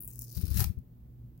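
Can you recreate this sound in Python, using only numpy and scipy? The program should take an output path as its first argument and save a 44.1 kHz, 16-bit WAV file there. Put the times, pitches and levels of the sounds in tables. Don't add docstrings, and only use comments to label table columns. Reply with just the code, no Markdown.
import sys
import numpy as np
from scipy import signal
from scipy.fft import rfft, irfft
from scipy.io import wavfile

SR = 44100
rng = np.random.default_rng(int(sys.argv[2]) if len(sys.argv) > 2 else 0)


def dump(signal):
    limited = np.clip(np.atleast_2d(signal).T, -1, 1)
    pcm = np.round(limited * 32767).astype(np.int16)
    wavfile.write(sys.argv[1], SR, pcm)


N = 61739
TIME = np.arange(N) / SR

# (time [s], level [dB])
GLUE_TICKS = [(.0063, -21), (.0155, -26), (.0246, -24), (.0355, -23), (.0468, -23), (.0541, -26),
              (.077, -18), (.0837, -26), (.1053, -31), (.1347, -28), (.1577, -26), (.192, -16),
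              (.2134, -25), (.22, -18), (.2296, -29), (.2415, -30), (.3125, -31), (.3265, -27),
              (.3545, -28), (.3688, -24), (.3719, -26), (.3869, -26), (.399, -27), (.4141, -23),
              (.4219, -27), (.4561, -22), (.468, -28), (.4795, -28), (.5044, -23), (.5142, -24),
              (.788, -44), (1.3771, -47)]
# (time [s], level [dB])
PEEL_STRENGTH = [(0, -50.5), (.06, -55.5), (.09, -49.5), (.18, -55), (.235, -48.5), (.285, -55),
                 (.325, -48), (.38, -46), (.44, -51.5), (.48, -49), (.53, -50), (.56, -44)]
# (time [s], frequency [Hz])
FLAP_EDGE = [(0, 10240), (.05, 8700), (.09, 6860), (.14, 5900), (.22, 5500), (.36, 4290), (.53, 3940)]
# (time [s], gain [dB])
CARD_GAIN = [(0, -2), (.3, -12), (.38, 1.5), (.53, 4.5)]
# (frequency [Hz], gain [dB])
GLUE_COLOUR = [(2500, -4), (4800, -5), (6000, -6.5), (7500, -11), (9500, -7), (12000, -8), (14500, 1),
               (16000, -16)]
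# (frequency [Hz], gain [dB])
TICK_COLOUR = [(2500, -17.5), (4800, -12.5), (7500, -10.5), (9500, -6.5), (12000, -2), (14500, 1.5),
               (16000, 2.5)]
# (frequency [Hz], gain [dB])
CARD_COLOUR = [(300, -25), (1050, -19), (1400, -12), (2100, -18.5), (2700, -14), (3300, -24.5),
               (5000, -18.5), (16000, -47.5)]
# (frequency [Hz], level before swell [dB])
HUM_PARTIALS = [(59.2, -60.5), (118.4, -56), (241, -71)]
# (time [s], gain [dB])
HUM_SWELL = [(0, -4.5), (.08, 5), (.14, -5.5), (.22, 10), (.3, -1.5), (.8, 2.5), (.92, -6), (1.0, 3.5),
             (1.09, 4), (1.14, -5.5), (1.245, 7.5), (1.3, -0.5)]
# (frequency [Hz], density [dB])
AIR_COLOUR = [(25, -25.5), (50, -7), (70, -7.5), (88, -15.5), (120, -2), (160, -13), (240, -18.5),
              (450, -32.5), (950, -45), (1500, -51.5), (7000, -61), (10500, -60), (15500, -44.5)]
# (frequency [Hz], correlation [-1 to 1])
AIR_SAME = [(60, .6), (130, 1), (290, .8), (640, 0), (1400, 0.035)]
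# (frequency [Hz], level ratio [dB])
AIR_LEAN = [(60, -1), (1300, -3.5), (8000, 0), (15000, 5.5)]
# (time [s], level [dB])
SLIDE_STRENGTH = [(0, -65), (.2, -71), (.34, -60.5), (.42, -53.5), (.5, -56), (.72, -69.5), (.85, -88.5)]
# (frequency [Hz], gain [dB])
SLIDE_COLOUR = [(60, -21.5), (170, -0.5), (260, -2), (450, -5), (750, -25), (2000, -50)]
# (time [s], level [dB], pitch [Hz])
HAND_BUMPS = [(.364, -23.5, 90.3), (0.379, -25, 84), (0.43, -16.5, 83.3), (.476, -24.5, 73.6),
              (0.506, -17, 72), (.535, -24.5, 85.3), (0.551, -16, 76.8), (0.582, -19, 94.8),
              (.606, -17.5, 100.3), (0.641, -23, 81), (0.665, -21.5, 65.5), (0.691, -21.5, 82.4),
              (.769, -27, 71.3)]
# (frequency [Hz], gain [dB])
RUB_COLOUR = [(40, -2), (110, 6), (175, 13.5), (240, -4.5), (400, -14.5), (700, -34.5), (1500, -46.5),
              (4000, -73.5)]
# (time [s], level [dB])
TEAR_STRENGTH = [(.539, -65.5), (.543, -40.5), (.558, -42.5), (.57, -33.5), (.587, -34.5), (.606, -34.5),
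                 (.625, -36), (.637, -46), (.644, -26), (.648, -52.5)]
# (time [s], level [dB], splinter decay constant [s])
FIBRE_SNAPS = [(0.543, -24, .003), (0.5618, -25.5, .001), (0.5715, -21.5, 0.0022), (.5739, -28, 0.0024),
               (0.5809, -22, 0.0015), (.5957, -14.5, 0.0014), (.6, -20, .001), (0.6046, -7.5, .001),
               (0.6074, -14, 0.0054), (0.612, -22.5, .002), (.618, -25.5, 0.0017), (.6318, -22, 0.0014),
               (.6422, -21, 0.0022)]
# (frequency [Hz], gain [dB])
RASP_COLOUR = [(200, -14), (1050, -21.5), (1500, -9), (2100, -8.5), (3100, -12.5), (4100, -5.5),
               (5200, -7.5), (6500, -7), (9500, -8), (12000, -2.5), (13500, 0.5), (15500, 0.5)]
# (frequency [Hz], gain [dB])
SNAP_COLOUR = [(200, -28), (1000, -26), (1800, -14.5), (3100, -15.5), (4600, -1.5), (6500, -7),
               (9500, -4.5), (12000, 8), (13500, 1.5), (15500, -11.5)]
# (frequency [Hz], gain [dB])
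LOOSE_COLOUR = [(200, -25.5), (430, -5.5), (630, -27.5), (810, 0), (1050, -13), (1500, -12), (3000, -16.5),
                (6500, -22), (10000, -34), (16000, -34)]
# (frequency [Hz], level [dB], t60 [s])
CARD_MODES = [(813, -41, .06), (1020, -45, .04), (1400, -44, .04), (1856, -38, .07)]
# (frequency [Hz], t60 [s])
ROOM_T60 = [(200, 0.093), (1500, .24), (6000, 0.18), (15000, .19)]

PEEL_SLIPS_PER_S, PEEL_SPREAD_DB, PEEL_GRIT = 240, 5, .35
TEAR_SLIPS_PER_S, TEAR_SPREAD_DB, TEAR_GRIT = 450, 3.5, .7
GRIT_PER_S = 5000
TICK_DB, PEEL_DB, SNAP_DB, TEAR_DB = 7.5, 4.5, 6.5, 3.5
SPLINTER_DB = -15
NEAR_DB, NEAR_T60_S, NEAR_RIGHT_DB = -1, .013, -6.5
RIGHT_DB, RIGHT_LAG_S = -13.5, .00018
FLAP_RING_RATIO, FLAP_RING_DB, FLAP_Q = 1.3, -3, 5.5
HUM_WAVER_RMS = .32
AIR_RMS_DB = -52.5
SLIDE_RIGHT_DB = -7
BUMP_PEAK_S, BUMP_RIGHT_DB = .0096, -24.5
LOOSE_S, LOOSE_RISE_S, LOOSE_RIGHT_DB = .578, .02, -3.5
RING_DB = -11.5
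ROOM_DB = -10.5
EDGE_HZ, FADE_S = 16000, .005


def amp(db):
    return 10 ** (np.asarray(db) / 20)


def unit(x):
    return x / np.sqrt(np.mean(x ** 2) + 1e-20)


def at_hz(points, hz):
    f, value = np.transpose(points)
    return np.interp(np.log(hz + 1), np.log(f + 1), value)


def curve(points, **ends):
    return np.interp(TIME, *np.transpose(points), **ends)


def left_right(right_db):
    return amp([[0], [right_db]])


def colour(x, points):
    hz = abs(np.fft.fftfreq(4096, 1 / SR))
    log_gain = np.log(amp(at_hz(points, hz)))
    impulse = np.fft.ifft(np.exp(np.conj(signal.hilbert(log_gain)))).real
    return signal.fftconvolve(np.atleast_2d(x), impulse[None, :2048], axes=1)[:, :N]


def clicks(rows):
    out = np.zeros(N)
    for s, db in rows:
        out[int(np.clip(s * SR, 0, N - 1))] += amp(db)
    return out


def fibre_grit():
    return rng.standard_normal(N) * (rng.random(N) < GRIT_PER_S / SR)


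def crackle(strength, per_s, spread_db, grit):
    at = (np.cumsum(rng.gamma(2, .5, 2000)) / per_s * SR).astype(int)
    size = amp(spread_db * np.clip(rng.standard_normal(len(at)), -2, 1.5))
    inside = at < N
    slips = np.zeros(N)
    slips[at[inside]] = size[inside]
    mix = unit(slips) + grit * unit(fibre_grit())
    return unit(mix) * amp(curve(strength, left=-150, right=-150))


def scatter(drive, count=16):
    t = TIME[:1024]
    spot = rng.integers(0, count, N)
    out = np.zeros((2, N))
    for k in range(count):
        near = rng.standard_normal((2, len(t))) * amp(-60 * t / NEAR_T60_S) * (t > .0002)
        path = amp(NEAR_DB) * left_right(NEAR_RIGHT_DB) * near / np.linalg.norm(near[0])
        path[0, 0] += 1
        path[1, round(RIGHT_LAG_S * SR)] += amp(RIGHT_DB)
        out += signal.fftconvolve((drive * (spot == k))[None], path, axes=1)[:, :N]
    return out


def flap(drive):
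    step = np.round(8 * np.log2(curve(FLAP_EDGE)))
    out = np.zeros((2, N))
    for k in np.unique(step):
        hz = min(2 ** (k / 8), SR / 3)
        edge = signal.cheby1(4, 1, hz, "high", fs=SR, output="sos")
        part = signal.sosfilt(edge, drive * (step == k) + 1e-18)
        peak = signal.iirpeak(hz * FLAP_RING_RATIO, FLAP_Q, fs=SR)
        out += part + amp(FLAP_RING_DB) * signal.lfilter(*peak, part)
    return out


def peel():
    slips = crackle(PEEL_STRENGTH, PEEL_SLIPS_PER_S, PEEL_SPREAD_DB, PEEL_GRIT)
    slips = scatter(amp(PEEL_DB) * slips)
    ticks = scatter(amp(TICK_DB) * clicks(GLUE_TICKS))
    freed = flap(colour(slips, GLUE_COLOUR) + colour(ticks, TICK_COLOUR))
    card = colour(slips * amp(curve(CARD_GAIN)), CARD_COLOUR)
    return freed + card


def mains_hum():
    hz = np.fft.rfftfreq(N, 1 / SR)
    hum = np.zeros(N)
    for f, db in HUM_PARTIALS:
        waver = unit(irfft(rfft(rng.standard_normal(N)) * np.exp(-(hz / 7) ** 2), N))
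        tone = np.sin(2 * np.pi * (f * TIME + rng.random()))
        hum += amp(db) * np.sqrt(2) * (1 + HUM_WAVER_RMS * waver) * tone
    return hum * amp(curve(HUM_SWELL))


def room_noise():
    hz = np.fft.rfftfreq(N, 1 / SR)
    a, b = rfft(rng.standard_normal((2, N)))
    same = np.clip(at_hz(AIR_SAME, hz), -1, 1)
    lean = amp(at_hz(AIR_LEAN, hz) / 2)
    left = a * lean
    right = (same * a + np.sqrt(1 - same ** 2) * b) / lean
    air = irfft(np.array([left, right]) * amp(at_hz(AIR_COLOUR, hz)), N)
    return amp(AIR_RMS_DB) * unit(air)


def fingers():
    skin = unit(colour(rng.standard_normal(N), SLIDE_COLOUR))
    return left_right(SLIDE_RIGHT_DB) * skin * amp(curve(SLIDE_STRENGTH))


def bumps():
    swing = np.zeros(N)
    for s, db, hz in HAND_BUMPS:
        t = np.maximum(TIME - s, 0)
        u = t / BUMP_PEAK_S
        swing += amp(db) * (u * np.exp(1 - u)) ** 2 * np.sin(2 * np.pi * hz * t)
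    envelope = abs(signal.hilbert(swing))
    rub = colour(envelope * rng.standard_normal(N), RUB_COLOUR)
    return left_right(BUMP_RIGHT_DB) * (swing + rub)


def splinters():
    out = clicks([row[:2] for row in FIBRE_SNAPS])
    for s, db, decay_s in FIBRE_SNAPS:
        t = TIME - s
        out += amp(db + SPLINTER_DB) * fibre_grit() * (t > 0) * np.exp(-(t / decay_s) ** 2)
    return out


def card_ring(x):
    t = TIME[:SR // 8]
    ring = sum(amp(db - 60 * t / t60) * np.sin(2 * np.pi * hz * t) for hz, db, t60 in CARD_MODES)
    return signal.fftconvolve(x, ring)[:N]


def tear():
    rips = crackle(TEAR_STRENGTH, TEAR_SLIPS_PER_S, TEAR_SPREAD_DB, TEAR_GRIT)
    rasp = scatter(amp(TEAR_DB) * rips)
    snaps = scatter(amp(SNAP_DB) * splinters())
    loosened = np.clip((TIME - LOOSE_S) / LOOSE_RISE_S, 0, 1)
    shake = (rasp + snaps)[0] * loosened
    card = colour(shake, LOOSE_COLOUR) + amp(RING_DB) * card_ring(shake)
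    return colour(rasp, RASP_COLOUR) + colour(snaps, SNAP_COLOUR) + left_right(LOOSE_RIGHT_DB) * card


def space(x):
    t = TIME[:SR // 2]
    hz, when, z = signal.stft(rng.standard_normal((2, len(t))), SR, nperseg=256)
    decay = amp(-60 * when / at_hz(ROOM_T60, hz)[:, None])
    tail = signal.istft(z * decay, SR, nperseg=256)[1][:, :len(t)] * (t > .004)
    tail /= np.linalg.norm(tail[0])
    return x + amp(ROOM_DB) * signal.fftconvolve(x[:1], tail, axes=1)[:, :N]


def scene():
    return space(peel() + tear()) + mains_hum() + room_noise() + fingers() + bumps()


def record(dry):
    ends = np.sin(np.pi / 2 * np.minimum(np.minimum(TIME, TIME[::-1]) / FADE_S, 1)) ** 2
    low_pass = signal.firwin(511, EDGE_HZ, window=("kaiser", 9), fs=SR)
    return signal.oaconvolve(dry * ends, low_pass[None], "same")


dry = scene()
out = record(dry)
dump(out)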